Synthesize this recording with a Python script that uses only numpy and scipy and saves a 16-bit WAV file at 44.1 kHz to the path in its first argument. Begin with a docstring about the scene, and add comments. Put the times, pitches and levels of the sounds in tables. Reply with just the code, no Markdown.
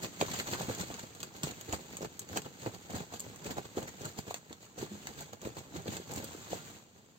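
"""The cloth walls of a fishing tent on lake ice move under the wind, heard from inside.
Each billow heaves whole panels, flutters their folds and crinkles the stiff coating; between billows
the cloth stirs and swishes. Creases snap as they buckle, slack panels flap as they stop short, and
once a taut panel drums. The tent scatters these sounds, most of which reach a small two-port
microphone from the right."""
import sys
import numpy as np
from scipy import signal
from scipy.io import wavfile
from scipy.ndimage import uniform_filter1d

SR = 44100
rng = np.random.default_rng(int(sys.argv[2]) if len(sys.argv) > 2 else 0)


def wav_out(sig):
    """Save sig, one row per channel (or a flat mono array), as 16-bit PCM at SR to the path in sys.argv[1]."""
    wavfile.write(sys.argv[1], SR, np.round(np.clip(np.atleast_2d(sig).T, -1, 1) * 32767).astype(np.int16))


N = 316638
TIME = np.arange(N) / SR
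# Places on the walls. Each entry: samples by which the right port leads; the last lies to the left.
LEADS = [8, 10, 12, 13, 14, 16, 11, -6]


def gain_of(db):
    """Amplitude grows tenfold for every 20 dB."""
    return 10 ** (np.asarray(db) / 20)


def unit_rms(x):
    """Normalisation brings the mean power to one."""
    return x / np.sqrt(np.mean(x ** 2) + 1e-20)


def value_at(points, hz):
    """Interpolation along a logarithmic frequency axis."""
    f, value = np.transpose(points)
    return np.interp(np.log(hz + 1), np.log(f + 1), value)


def add(mix, s, sound):
    """Superposition: a sound joins the mix at s seconds."""
    part = mix[:, max(round(s * SR), 0):][:, :sound.shape[1]]
    part += sound[:, :part.shape[1]]


def colour(x, spectrum, size=4096):
    """A minimum-phase filter imposes a spectrum causally."""
    log_gain = np.log(gain_of(value_at(spectrum, abs(np.fft.fftfreq(size, 1 / SR)))))
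    taps = np.fft.ifft(np.exp(signal.hilbert(log_gain).conj())).real[:size // 2]
    return signal.oaconvolve(x, taps[None], axes=1)[:, :x.shape[1]]


def ports(x, lead):
    """A path difference delays the left port by lead samples."""
    return np.array([np.roll(x, lead), x])


def steady(x, span_s):
    """Division by the running rms holds the power even over span_s."""
    width = round(span_s * SR)
    power = uniform_filter1d(uniform_filter1d((x ** 2).mean(0), width), width)
    return x / np.sqrt(abs(power) + 1e-12)


def stick_slip(depth_db, grip_s):
    """Stick-slip friction: cloth catches and lets go, so its level varies in clumps."""
    knots = np.arange(0, N / SR + .1, grip_s)
    return unit_rms(gain_of(depth_db * np.interp(TIME, knots, rng.standard_normal(len(knots)))))


def breeze(mean_db=-56, stir_follows=0.67):
    """Wind pressure sets the envelopes of sliding and, over a narrower range, of low stirring."""
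    # Pressure on the walls. Each row: time in seconds, relative level in dB.
    wind = [(.12, -55), (.35, -54), (.72, -48.5), (1.0, -53), (1.25, -63.5), (1.58, -54.5), (2.15, -59.5),
            (2.85, -58), (3.05, -59), (4.15, -57), (4.42, -63.5), (4.72, -63.5), (5.03, -55.5), (5.4, -65),
            (5.8, -59.5), (6.3, -54), (6.68, -53), (6.88, -66)]
    wind_db = np.interp(TIME, *np.transpose(wind))
    uneven = stick_slip(depth_db=1.13, grip_s=.03)
    stir_db = mean_db + stir_follows * (wind_db - mean_db)
    return gain_of(stir_db) * uneven, gain_of(wind_db) * uneven


def swell(t, length, rise_share=0.44, rise_curve=1.25):
    """Relaxation: a panel fills quickly up to t = 0, then slackens exponentially."""
    filling = (abs(t) / (rise_share * length)) ** rise_curve
    slackening = t / ((1 - rise_share) * length)
    return np.exp(-np.where(t < 0, filling, slackening))


def billows(usual_length_s=0.038, heave_db_per_doubling=2, heave_lag_s=0.0034, heave_length_ratio=0.92):
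    """Incoherent billows add in power, giving the envelopes of heave, flutter and crinkle."""
    # Each row: crest time in seconds, length in seconds, strength in dB, crinkle strength in dB.
    crests = [(0.039, 0.044, -41.5, -41.5), (0.216, 0.033, -36, -38.5), (0.313, 0.17, -47.5, -42),
              (.397, 0.028, -40, -36.5), (0.487, 0.038, -46, -40), (0.529, 0.047, -40, -40),
              (0.615, 0.061, -41.5, -41.5), (0.697, 0.024, -35.5, -43.5), (0.73, 0.036, -47, -48),
              (0.804, 0.038, -37.5, -38.5), (0.908, 0.06, -46, -52), (0.994, 0.013, -57, -44),
              (1.034, 0.0084, -41, -46), (1.227, 0.11, -54.5, -54), (1.362, 0.042, -53, -55),
              (1.44, 0.015, -34.5, -36), (1.469, 0.047, -44, -41), (1.51, 0.024, -45, -49),
              (1.696, 0.02, -38.5, -47), (1.735, 0.026, -35, -36.5), (1.802, 0.032, -47.5, -53.5),
              (1.936, 0.083, -52, -52.5), (2.025, .035, -43, -50), (2.048, 0.022, -38, -49),
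              (2.22, 0.022, -49.5, -55), (2.324, .07, -46.5, -49.5), (2.37, 0.03, -36, -41.5),
              (2.462, 0.05, -48, -56), (2.631, 0.058, -51.5, -49), (2.666, 0.029, -35, -52),
              (2.748, 0.027, -45.5, -55), (2.904, 0.019, -40.5, -55), (2.954, 0.062, -41.5, -42.5),
              (3.006, 0.028, -41.5, -50), (3.141, 0.038, -46.5, -43.5), (3.271, 0.12, -52, -54),
              (3.47, 0.082, -45.5, -49.5), (3.508, 0.025, -40.5, -43.5), (3.579, 0.025, -36, -47.5),
              (3.658, 0.021, -47, -52), (3.784, 0.035, -37, -41.5), (3.833, 0.027, -41, -54),
              (3.882, 0.049, -52.5, -52), (4.016, 0.016, -42.5, -45.5), (4.053, 0.054, -44, -46),
              (4.185, 0.02, -40, -41), (4.28, 0.029, -43.5, -48), (4.306, 0.019, -47, -45),
              (4.366, 0.04, -57, -53.5), (4.51, 0.036, -51, -57.5), (4.632, 0.032, -58, -49),
              (4.792, 0.037, -43.5, -44.5), (4.828, 0.051, -44.5, -45), (4.941, 0.069, -53.5, -55),
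              (5.091, 0.034, -47.5, -51.5), (5.2, 0.12, -54, -51), (5.334, 0.022, -45, -52.5),
              (5.459, 0.068, -44, -49), (5.582, 0.051, -46.5, -48), (5.666, 0.035, -57, -68),
              (5.766, .085, -44.5, -49.5), (5.886, 0.041, -40, -45.5), (5.941, 0.078, -46, -44),
              (5.973, 0.011, -45, -46), (6.113, 0.077, -47.5, -53), (6.174, 0.11, -44, -46),
              (6.242, 0.012, -55, -47.5), (6.529, 0.046, -42, -43.5)]
    power = np.zeros((3, N))
    for s, length, db, crinkle_db in crests:
        t = np.arange(max(s - .2, 0), s + .35, 1 / SR) - s
        folds = swell(t, length)
        panel = swell(t - heave_lag_s, length * heave_length_ratio)
        # A longer billow moves a larger panel, with more bass.
        heave_db = db + heave_db_per_doubling * np.log2(length / usual_length_s)
        envelopes = gain_of([[heave_db], [db], [crinkle_db]]) * np.array([panel, folds, folds])
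        add(power, s + t[0], envelopes ** 2)
    return np.sqrt(power)


def buckles(per_s, spread_db, diffuse, size=8000):
    """Tiny buckles make shot noise; a diffuse share of the power is uncorrelated between the ports."""
    out = np.zeros((2, N))
    for lead in LEADS:
        when, strength, sign, chance = rng.random((4, size))
        sizes = gain_of(spread_db * np.minimum(-np.log(strength), 4)) * np.sign(sign - .5)
        happens = chance < per_s * N / SR / len(LEADS) / size
        out += ports(np.bincount((when * N).astype(int), sizes * happens, N), lead)
    return np.sqrt(1 - diffuse) * unit_rms(out) + np.sqrt(diffuse) * rng.standard_normal((2, N))


def folded(x, patchy_db):
    """Time-varying filtering: each passing fold favours a narrow band for tens of milliseconds."""
    spectra = signal.stft(x, SR, nperseg=256)[2]
    patches = uniform_filter1d(rng.standard_normal(spectra.shape[1:]), size=7, axis=1)
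    patches = unit_rms(uniform_filter1d(patches, size=3, axis=0))
    return signal.istft(spectra * unit_rms(gain_of(patchy_db * patches)), SR, nperseg=256)[1][:, :N]


def crackle(per_s=280, low_hz=800, high_hz=12000, decay_cycles=3, spread_db=4.0, size=6000):
    """Small creases tick as damped oscillators, each at its own pitch."""
    when, pitch, strength, place, chance = rng.random((5, size, 1))
    hz = low_hz * (high_hz / low_hz) ** pitch
    n = np.arange(300)
    sizes = gain_of(spread_db * np.minimum(-np.log(strength), 3.5)) * (chance < per_s * N / SR / size)
    ticks = sizes * np.sin(2 * np.pi * hz * n / SR) * np.exp(-hz * n / SR / decay_cycles)
    right = (when * N).astype(int) + n
    left = right + np.take(LEADS, (place * len(LEADS)).astype(int))
    return unit_rms(np.array([np.bincount(at.ravel() % N, ticks.ravel(), N) for at in (left, right)]))


def cloth(heave_db=-1.5, flutter_db=-0.5, crinkle_db=-1.0, swish_db=-1.14,
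          sway_db=-2, stir_db=-3.5, crackle_db=-5, sliding_db=-5):
    """Forced vibration: panels heave, folds flutter, the coating crinkles and sliding layers swish."""
    # Spectra of the four motions. Each row: frequency in Hz, relative spectral density in dB.
    heave_spectrum = [(20, -31), (42, -22), (60, -11), (85, -1.5), (160, 1), (240, -2.5), (330, -11.5),
                      (600, -39.5)]
    flutter_spectrum = [(120, -27.5), (230, -5.5), (310, 1.5), (450, 2.5), (620, -3.5), (820, -3),
                        (1100, -12), (1600, -14), (3000, -22.5), (8000, -64)]
    crinkle_spectrum = [(150, -19.5), (600, 5.5), (1100, -2.5), (1800, 2), (3000, -1), (4200, 2.5),
                        (7000, -2), (16000, -8.5)]
    swish_spectrum = [(200, -32), (700, 2.5), (1500, 4), (2500, 1.5), (4200, 2), (7000, -1.5),
                      (16000, -8.5)]
    stir, slide = breeze()
    heaving, fluttering, crinkling = billows()
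    heave = steady(colour(buckles(per_s=700, spread_db=2.5, diffuse=0.046), heave_spectrum), 0.039)
    flutter = steady(colour(buckles(per_s=450, spread_db=4.0, diffuse=0.046), flutter_spectrum), 0.049)
    crinkle = steady(colour(buckles(per_s=5000, spread_db=3.5, diffuse=0.2), crinkle_spectrum), 0.066)
    swish = steady(colour(buckles(per_s=3000, spread_db=5.0, diffuse=0.43), swish_spectrum), 0.043)
    low = heave * np.hypot(gain_of(heave_db) * heaving, gain_of(sway_db) * stir)
    low += flutter * np.hypot(gain_of(flutter_db) * fluttering, gain_of(stir_db) * stir)
    crinkling = crinkling * stick_slip(depth_db=4.0, grip_s=0.0066)
    high = gain_of(crinkle_db) * folded(crinkle, patchy_db=2) * crinkling
    high += gain_of(swish_db) * swish * slide
    # Creases tick wherever the cloth bends, less under plain sliding.
    high += gain_of(crackle_db) * crackle() * np.hypot(crinkling, gain_of(sliding_db) * slide)
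    return low, high


def snaps(level_db=-2.3, rise_s=0.00026, crack_s=0.0011, run_s=0.0039, run_db=-15):
    """Snap-through buckling: a crease gives one sharp crack, then a short run of smaller ones."""
    # Each row: start in seconds, relative level in dB, dullness as the fall from 3 to 8 kHz in dB.
    creases = [(.046, -32, 12), (.2117, -25, 11), (.399, -27, 12), (0.5351, -27, 7), (.749, -37, -1),
               (.941, -37, 1), (1.15, -45, -10), (1.203, -38.5, 0), (1.2298, -30.5, -1), (1.433, -27.5, -4),
               (1.6107, -36.5, -6), (1.726, -31, 1), (1.969, -35, -4), (2.193, -31, -17),
               (2.289, -42.5, -1), (2.3724, -25, 1.5), (2.4187, -41, -8), (3.1372, -44, 8),
               (3.196, -37.5, -13), (3.203, -33.5, -17), (3.36, -45, -5), (3.828, -41, -6),
               (4.054, -35.5, -6), (4.188, -34.5, -5), (4.3422, -30.5, -3), (4.528, -40.5, 0),
               (5.0704, -32, 1.5), (5.207, -40.5, -15), (5.4163, -42, -10), (5.8817, -36.5, 6),
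               (5.968, -34.5, 1), (6.1172, -38, -11), (6.137, -38, -16), (6.161, -36, -18),
               (6.243, -34.5, -19)]
    # Each row: frequency in Hz, relative spectral density in dB.
    snap_spectrum = [(100, -23), (600, 5.5), (1500, 6.5), (4000, 5.5), (7000, 3.5), (16000, -6)]
    out, t = np.zeros((2, N)), np.arange(0, .04, 1 / SR)
    envelope = (1 - np.exp(-t / rise_s)) * (np.exp(-t / crack_s) + gain_of(run_db) * np.exp(-t / run_s))
    for s, db, dull_db in creases:
        burst = ports(envelope * rng.choice([-1, 1], len(t)), rng.choice(LEADS[:-1]))
        pop = colour(burst, snap_spectrum, size=512)
        pop = colour(pop, [(3000, dull_db / 2), (8000, -dull_db / 2)], size=512)
        power = (pop ** 2).mean(0).sum() / (0.0019 * SR)  # the energy as if packed into 1.9 ms
        add(out, s, gain_of(db + level_db) * pop / np.sqrt(power))
    return out


def flaps(level_db=-3.0, width_cycles=0.39, ring_db=-12, ring_s=0.0023):
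    """Acceleration noise: a panel stopping short pushes air between two weaker pulls, then shudders."""
    # Each row: time in seconds, relative peak level in dB, centre frequency in Hz.
    stops = [(.2138, -16, 820), (.2264, -18.5, 454), (.5331, -30, 520), (.549, -30, 266), (.61, -23, 744),
             (.6866, -26, 230), (.695, -28, 330), (.7024, -22.5, 432), (1.4399, -23, 240),
             (1.735, -22, 790), (1.741, -31, 430), (2.0096, -28.5, 438), (2.03, -32, 410),
             (2.3734, -21, 780), (2.6725, -29.5, 290), (2.9009, -32.5, 458), (2.944, -27, 226),
             (3.1395, -33, 640), (3.462, -31, 418), (3.571, -31, 738), (3.5845, -20, 650),
             (3.7733, -19.5, 368), (3.789, -25, 474), (4.1908, -28, 206), (4.3099, -24, 740),
             (4.3432, -29.5, 644), (4.509, -34.5, 320), (4.78, -33.5, 477), (4.829, -22.5, 350),
             (5.4637, -28.5, 372), (5.4727, -24.5, 396), (5.8598, -30, 428), (5.8908, -26.5, 188),
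             (6.001, -30, 392), (6.1824, -30.5, 180), (6.2433, -31.5, 380), (6.3506, -31, 360),
             (6.5323, -18.5, 544)]
    out, t = np.zeros((2, N)), np.arange(-.01, .03, 1 / SR)
    for s, db, hz in stops:
        cycles = hz * t
        pulse = np.exp(-.5 * (cycles / width_cycles) ** 2)
        shudder = gain_of(ring_db) * (t > 0) * (1 - pulse) * np.exp(-abs(t) / ring_s)
        push = np.cos(2 * np.pi * cycles) * (pulse + shudder)
        push -= pulse * push.sum() / pulse.sum()  # no net air is moved
        add(out, s + t[0], gain_of(db + level_db) * ports(push, rng.choice(LEADS[:-1])))
    return out


def drum(start_s=4.908, rise_s=0.0035):
    """A panel pulled taut rings in the low normal modes of a membrane."""
    # Each row: frequency in Hz, level in dB, time to decay by 60 dB in seconds.
    modes = [(206, -39, 0.33), (296, -51, 0.23), (356, -50.5, 0.38)]
    out, t = np.zeros((2, N)), np.arange(0, .4, 1 / SR)
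    ring = sum(gain_of(db - 60 * t / t60) * np.sin(2 * np.pi * hz * t) for hz, db, t60 in modes)
    add(out, start_s, ports(ring * (1 - np.exp(-t / rise_s)), LEADS[0]))
    return out


def tent(x, wet_db, size=5000, count=3, drift_hz=5):
    """Reverberation: sound scatters between ice and cloth, the echoes changing as the walls move."""
    # Each row: frequency in Hz, reverberation time in seconds.
    decay_times = [(100, 0.11), (500, 0.07), (2000, 0.088), (8000, 0.075), (16000, 0.069)]
    taps = rng.choice([-1., 1.], (count, 2, size)) * (rng.random((count, 2, size)) < .12)
    taps[..., :round(.002 * SR)] = 0
    hz, t, spectra = signal.stft(taps, SR, nperseg=128)
    decay = gain_of(-60 * t / value_at(decay_times, hz)[:, None])
    tails = signal.istft(spectra * decay, SR, nperseg=128)[1]
    tails /= np.linalg.norm(tails, axis=-1, keepdims=True)
    scatter = np.zeros((2, N))
    for k, tail in enumerate(tails):
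        weight = np.sqrt(2 / count) * np.cos(np.pi * (2 * drift_hz * TIME + k / count))
        scatter += signal.oaconvolve(x * weight, tail, axes=1)[:, :N]
    return (x + gain_of(wet_db) * scatter) / np.hypot(1, gain_of(wet_db))


def scene():
    """The sounds of the walls superpose; the small tent scatters treble more than bass."""
    low, high = cloth()
    inside = tent(low + flaps(), wet_db=-10.0) + tent(high + snaps(), wet_db=-5.5) + drum()
    return inside * gain_of([[-.4], [.4]])  # slightly louder on the right


def record(dry, edge_hz=15850):
    """Each port has its own uneven frequency response; a low-pass filter limits the band."""
    # Each row: frequency in Hz, left gain in dB, right gain in dB.
    port_response = [(1000, 1, 1), (4740, 2.5, 3), (4840, -2, -3), (6000, 1, -0.5), (6070, 3, 5),
                     (6320, 8.5, 7), (7690, 11.5, 7), (7830, -4.5, 4), (8390, 5.5, 6.5), (8680, -4.5, -6),
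                     (9480, -12.5, -13), (11600, -40, -21), (11450, -2.5, 0.5), (14900, 3.5, 5)]
    hz, *sides = np.transpose(port_response)
    heard = np.vstack([colour(x[None], np.c_[hz, db]) for x, db in zip(dry, sides)])
    low_pass = signal.firwin(511, edge_hz, window=("kaiser", 8), fs=SR)
    return signal.oaconvolve(heard, low_pass[None], "same")


dry = scene()
out = record(dry)
wav_out(out)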